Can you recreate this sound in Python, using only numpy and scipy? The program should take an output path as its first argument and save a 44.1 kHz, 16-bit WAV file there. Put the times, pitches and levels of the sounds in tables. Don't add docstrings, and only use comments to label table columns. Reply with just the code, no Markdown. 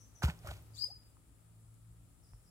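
import sys
import numpy as np
from scipy import signal
from scipy.fft import rfft, irfft
from scipy.io import wavfile

SR = 44100
rng = np.random.default_rng(int(sys.argv[2]) if len(sys.argv) > 2 else 0)


def field_ratio(decibels):
    return 10 ** (np.asarray(decibels, dtype=float) / 20)


def log_audio(samples):
    frames = np.atleast_2d(samples).T
    limited = np.clip(frames, -1, 1)
    pcm = np.round(limited * 32767).astype(np.int16)
    wavfile.write(sys.argv[1], SR, pcm)


N = 110250


def rms_one(x):
    return x / np.sqrt(np.mean(x ** 2) + 1e-20)


def in_time(rows):
    times_s, *columns = np.transpose(rows)
    return [np.interp(np.arange(N) / SR, times_s, column) for column in columns]


def at_hz(points, hz):
    points = np.array(points)
    return np.interp(np.log(hz), np.log(points[:, 0] + 1), points[:, 1])


def pan(db):
    return field_ratio([[db / 2], [-db / 2]])


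def lag(x, seconds):
    left = np.interp(np.arange(N) - seconds * SR, np.arange(N), x[0])
    return np.array([left, x[1]])


def drift(rate_hz):
    r = np.exp(-80 * np.pi * rate_hz / SR)
    noise = rng.standard_normal(N // 40 + 2002)
    slow = signal.lfilter([1], [1, -2 * r, r * r], noise)[2000:]
    return np.interp(np.arange(N) / 40, np.arange(len(slow)), rms_one(slow))


def flutter(hz):
    sos = signal.butter(2, hz, fs=SR, output="sos")
    return rms_one(signal.sosfilt(sos, rng.standard_normal(N)))


def resonance(x, hz, width_hz):
    r = np.exp(-np.pi * width_hz / SR)
    poles = [1, -2 * r * np.cos(2 * np.pi * hz / SR), r * r]
    return signal.lfilter([(1 - r * r) / 2, 0, (r * r - 1) / 2], poles, x + 1e-18)


def colour(x, spectrum):
    hz = np.fft.rfftfreq(N, 1 / SR) + 1
    low_fall = np.clip(hz / spectrum[0][0], 0, 1) ** 2
    return rms_one(irfft(rfft(x) * field_ratio(at_hz(spectrum, hz)) * low_fall, N))


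def echoes(x, t60_s):
    t = np.arange(SR) / SR
    tail = rng.standard_normal((2, SR)) * field_ratio(-60 * t / t60_s) * (t > .008)
    tail = tail / np.sqrt(np.sum(tail ** 2) / 2)
    return signal.fftconvolve(x[None], tail, axes=1)[:, :N]


def glides(rows):
    out, t = np.zeros(N), np.arange(N) / SR
    for start_s, length_s, level_db, from_hz, to_hz in rows:
        u = np.clip((t - start_s) / length_s, 0, 1)
        hz = to_hz + (from_hz - to_hz) * (1 - u) ** 1.5
        swell = np.sin(np.pi * u) ** .5 * (u < 1)
        out += field_ratio(level_db + 4.5) * swell * np.sin(2 * np.pi * np.cumsum(hz) / SR)
    return out


def thuds():
    # start_s, level_db, ring_hz, t60_s
    landings = [(.2378, -16, 131.4, 0.061), (0.246, -17, 71.3, 0.15), (0.2853, -25, 161, 0.061),
                (0.444, -36, 107, 0.093), (.454, -48.5, 594.7, 0.32), (.468, -48, 580, 0.21),
                (0.482, -36, 66.8, .3), (0.4929, -40, 71.3, 0.23), (0.517, -36.5, 94, 0.11),
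                (1.068, -51, 45, 0.14), (1.269, -52.5, 54.3, 0.33), (1.891, -51, 56.22, 0.44),
                (1.978, -51, 55, 0.18), (2.32, -42.5, 46.6, 0.19), (2.334, -47.5, 109, 0.15)]
    out, t = np.zeros(N), np.arange(N) / SR
    for start_s, level_db, ring_hz, t60_s in landings:
        u = np.maximum(t - start_s, 0)
        onset = 1 - np.exp(-u / .0017)
        out += field_ratio(level_db - 60 * u / t60_s) * np.sin(2 * np.pi * ring_hz * u) * onset
    return out


def scuffs():
    # time_s, sole_db, grit_db (relative to sole)
    pressure = [
        [(.214, -99, -11), (.221, -50.5, -0.5), (.237, -39.5, 1), (.254, -48.5, 2.5), (.274, -46.5, -4),
         (.286, -41.5, -11), (.3, -49.5, 0), (.336, -62.5, -3), (.4, -74.5, 0)],
        [(.41, -73.5, 0), (.45, -60.5, -1), (.473, -50, -3), (.498, -58, 0), (.512, -55, 1.5), (.544, -65.5, 4),
         (.575, -63.5, 1), (.62, -76, -2)],
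    ]
    # centre_hz, width_hz, level_db
    sole_modes = [(354, 93, -1.5), (580, 92, -0.5), (780, 110, 0.5), (1053, 140, -2.5), (1233, 75, -3),
                  (1468, 98, 2), (1970, 230, -17), (2645, 93, -7.5)]
    # frequency_hz, level_db (per Hz)
    grit_spectrum = [(2500, -1), (5650, -12), (9000, -11), (15700, -17)]
    grains_per_s, spread_db, clump_db, side_db = 2200, 2.5, 1.5, -10
    sizes = field_ratio(spread_db * np.minimum(rng.exponential(1, (2, N)), 4))
    grains = sizes * rng.standard_normal((2, N)) * (rng.random(N) < grains_per_s / SR)
    grains = grains + 0.23 * rng.standard_normal((2, N))
    grains = grains[0] + field_ratio(side_db) * grains[1] * [[1], [-1]]
    clumped = grains * field_ratio(clump_db * drift(61))
    sole = 0
    for k, (hz, width_hz, db) in enumerate(sole_modes):
        sole = sole + field_ratio(db) * (-1) ** k * resonance(clumped, hz, width_hz)
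    sole = rms_one(sole)
    grit, out = colour(grains, grit_spectrum), 0
    for rows in pressure:
        faded = [(rows[0][0] - .01, -120, 0), *rows, (rows[-1][0] + .01, -120, 0)]
        sole_db, grit_db = in_time(faded)
        out = out + field_ratio(sole_db) * (sole + field_ratio(grit_db) * grit)
    return out


def ticks():
    # start_s, level_db (peak), centre_hz, width_hz
    snaps = [(.233, -32.5, 5500, 1800), (0.26, -42, 4300, 2300), (0.284, -39, 2800, 3900),
             (.298, -34.5, 1380, 530), (.299, -34, 2570, 920), (0.24, -33, 3000, 730),
             (.346, -60, 850, 1500), (.58, -62, 850, 1200), (.473, -37.5, 4900, 13000),
             (.507, -51, 8000, 8000), (0.568, -51, 5800, 2980), (0.623, -48, 14000, 2980),
             (.841, -43, 6400, 3300), (.2215, -31.5, 1400, 310), (.2805, -39, 900, 500),
             (0.453, -47, 1430, 300), (0.4865, -40.5, 1420, 270), (.513, -38, 676, 230),
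             (1.169, -57.5, 900, 900), (2.334, -52, 990, 1020), (.2215, -34.5, 730, 270),
             (.23, -33, 1450, 210), (.2355, -29.5, 1400, 370), (.235, -37, 1000, 220),
             (.241, -35, 1000, 350), (.249, -31.5, 1430, 430), (.288, -42, 2100, 500),
             (.302, -44, 820, 320), (.446, -44.5, 630, 230), (.461, -46, 585, 130), (.47, -41, 1130, 460),
             (.471, -44.5, 1380, 190), (.479, -47, 1550, 440), (.492, -46, 1500, 300),
             (.489, -43.5, 1660, 250), (.526, -59, 1350, 350), (.512, -37, 3400, 1300),
             (.39, -51, 5300, 2800), (1.742, -53, 11000, 12000), (1.81, -77, 5000, 6000)]
    length = 900
    out = np.zeros((2, N + length))
    decay = np.exp(-np.arange(length) / SR / .0015)
    for start_s, level_db, hz, width_hz in snaps:
        burst = rng.standard_normal((2, length))
        tick = (.5 * burst + burst[0]) * decay
        tick = resonance(resonance(tick, hz, width_hz), hz, width_hz)
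        start = int(start_s * SR)
        out[:, start:start + length] += field_ratio(level_db) * tick / np.abs(tick).max()
    return out[:, :N]


def near_bird():
    # time_s, pitch_hz, level_db, breath_db, second_partial_db
    whistle = [
        (.764, 3450, -66, -64, -71),
        (.776, 3980, -59, -63, -67),
        (.789, 4650, -51, -63, -69),
        (.797, 4760, -47, -63, -74),
        (.803, 4780, -56, -63, -78),
        (.812, 4840, -44, -63, -78),
        (.827, 4935, -38, -63, -74),
        (.846, 4935, -36, -64, -67),
        (.851, 4820, -53, -66, -66),
    ]
    # frequency_hz, level_db (per Hz)
    breath_spectrum = [(1800, -9), (3000, -8), (3700, -3), (4500, 4), (5700, 4), (7800, 3), (9800, -3),
                       (15500, -8)]
    lead_in = [(0, 3000, -130, -130, -130), (.735, 3200, -120, -85, -110), (.753, 3300, -100, -64, -78)]
    release = [(.872, 4600, -64, -71, -73), (.95, 4500, -200, -110, -200)]
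    hz, level_db, breath_db, second_db = in_time([*lead_in, *whistle, *release])
    phase = 2 * np.pi * np.cumsum(hz * (1 + .003 * drift(60))) / SR
    first_db = level_db + 3 + drift(40.3)
    third_db = -67 + .8 * (level_db + 40) - 20 * (hz < 4500)
    tone = 0
    for k, (db, rasp) in enumerate(zip((first_db, second_db, third_db), (.15, 1.5, 1.1)), 1):
        tone = tone + field_ratio(db) * (1 + rasp * flutter(130 * k)) * np.sin(k * phase)
    breath = field_ratio(breath_db) * colour(rng.standard_normal(N), breath_spectrum)
    direct = tone * pan(13.5) + breath * pan(8.9)
    direct = lag(direct[::-1], .0001)[::-1]
    bush_db = 4 + np.interp(hz, (4550, 4930), (0, -15))
    scatter = field_ratio(-6) * echoes(tone, t60_s=0.42) + echoes(tone * field_ratio(bush_db), t60_s=.22)
    return direct + pan(4) * scatter + field_ratio(2) * echoes(breath, t60_s=0.2)


def far_birds():
    # start_s, length_s, level_db, from_hz, to_hz
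    calls = [(-.05, 0.088, -67, 5740, 5840), (-.05, 0.13, -71.5, 6390, 6120),
             (.147, 0.024, -64, 6190, 5940), (.164, 0.043, -68, 5950, 5850),
             (.735, 0.035, -64.5, 4790, 4710), (2.224, 0.036, -77, 5870, 4970),
             (2.24, 0.075, -83, 4970, 4920), (2.25, .1, -86, 6140, 5700), (2.27, 0.038, -80, 5800, 4970),
             (2.32, 0.036, -80.5, 5900, 4930), (2.44, 0.031, -80, 5750, 5190),
             (2.462, .026, -77, 5130, 5150)]
    notes = glides(calls) * (.6 + flutter(200))
    return 0.58 * notes * pan(13.3) + echoes(notes, t60_s=0.3)


def wet_licks():
    # start_s, length_s, level_db, from_hz, to_hz
    bubbles = [
        (.832, 0.027, -71.5, 1120, 974),
        (.878, 0.015, -67, 425, 600),
        (.895, 0.023, -64, 620, 854),
    ]
    return glides(bubbles) * (1 + .5 * flutter(88))


def engine():
    # time_s, firing_hz, level_db, third_order_db (relative to level)
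    run = [(0, 54.28, -66.5, -21), (.35, 54.43, -57.5, 1.5), (.75, 54.13, -59, -26), (.95, 53.78, -69, -18),
           (1.3, 54.98, -71.5, -10), (1.55, 55.1, -62, -6), (1.9, 56.19, -64.5, -5.5), (2.2, 56.22, -72, 1),
           (2.5, 57.8, -65.5, -6)]
    orders_db = (-9, 3, -1.5, -21.5, -15.5, -19.5)
    hz, level_db, third_db = in_time(run)
    phase = 2 * np.pi * np.cumsum(hz) / SR
    levels = [level_db.mean(), level_db, level_db + third_db] + [level_db.mean()] * 3
    out = 0
    for k, (level, trim_db) in enumerate(zip(levels, orders_db), 1):
        gain = field_ratio(level + 1 + trim_db + 2.5 * drift(3.1))
        out = out + gain * np.sin(k * phase + 6 * rng.random())
    return out


def air():
    # frequency_hz, level_db (per Hz)
    air_spectrum = [(20, -36), (40, -0.5), (110, -6), (200, -16.5), (400, -23), (1400, -31.5),
                    (2200, -34.5), (6500, -38.5), (15800, -37.5)]
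    # frequency_hz, likeness (0 to 1)
    likeness = [(60, 0.69), (110, 0.34), (380, 0.46), (1300, 0.19), (2500, 0)]
    # time_s, level_db
    stir = [
        (0, 2),
        (.5, 8),
        (.9, 2.5),
        (1.2, 0),
        (1.8, -0.5),
        (2.5, 0.5),
    ]
    edges = 20 * 2 ** np.arange(0, 10.1, .5)
    white = rng.standard_normal((2, 2, N + 9000))
    out = 0
    for k, (low, high) in enumerate(zip(edges, edges[1:])):
        sos = signal.butter(2, [low, high], "band", fs=SR, output="sos")
        mid, side = signal.sosfilt(sos, white[k % 2])[:, 9000:]
        hz = np.sqrt(low * high)
        alike = np.clip(at_hz(likeness, hz), 0, .995)
        stereo = np.sqrt(1 + alike) * mid + np.sqrt(1 - alike) * side * [[1], [-1]]
        out = out + field_ratio(at_hz(air_spectrum, hz) + 0.5 * drift(7.2)) * stereo
    return field_ratio(in_time(stir)[0]) * field_ratio(-63.5) * rms_one(out)


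def insects():
    # low_hz, high_hz, level_db
    bands = [
        (7050, 7400, -86),
        (7320, 10450, -77),
        (10410, 10900, -80.5),
        (1194, 1380, -85.5),
    ]
    out = 0
    for low_hz, high_hz, level_db in bands:
        sos = signal.butter(4, [low_hz, high_hz], "band", fs=SR, output="sos")
        band = rms_one(signal.sosfilt(sos, rng.standard_normal((2, N))))
        out = out + field_ratio(level_db + drift(22.8)) * band
    return out


def scene():
    steps = thuds() + lag((scuffs() + ticks()) * pan(-2), .00015)
    birds = near_bird() + far_birds()
    yard = (engine() + air()) * pan(1.5)
    return steps + birds + wet_licks() + yard + insects() * pan(6)


def band_limit(x):
    return signal.sosfilt(signal.butter(12, 15890, fs=SR, output="sos"), x)


def record(dry):
    mix = dry
    for low_cut_hz in (38, 27):
        mix = signal.sosfilt(signal.butter(2, low_cut_hz, "high", fs=SR, output="sos"), mix)
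    mix = signal.sosfilt(signal.ellip(12, 1, 70, 15850, fs=SR, output="sos"), mix)
    return band_limit(mix)


dry = scene()
out = record(dry)
log_audio(out)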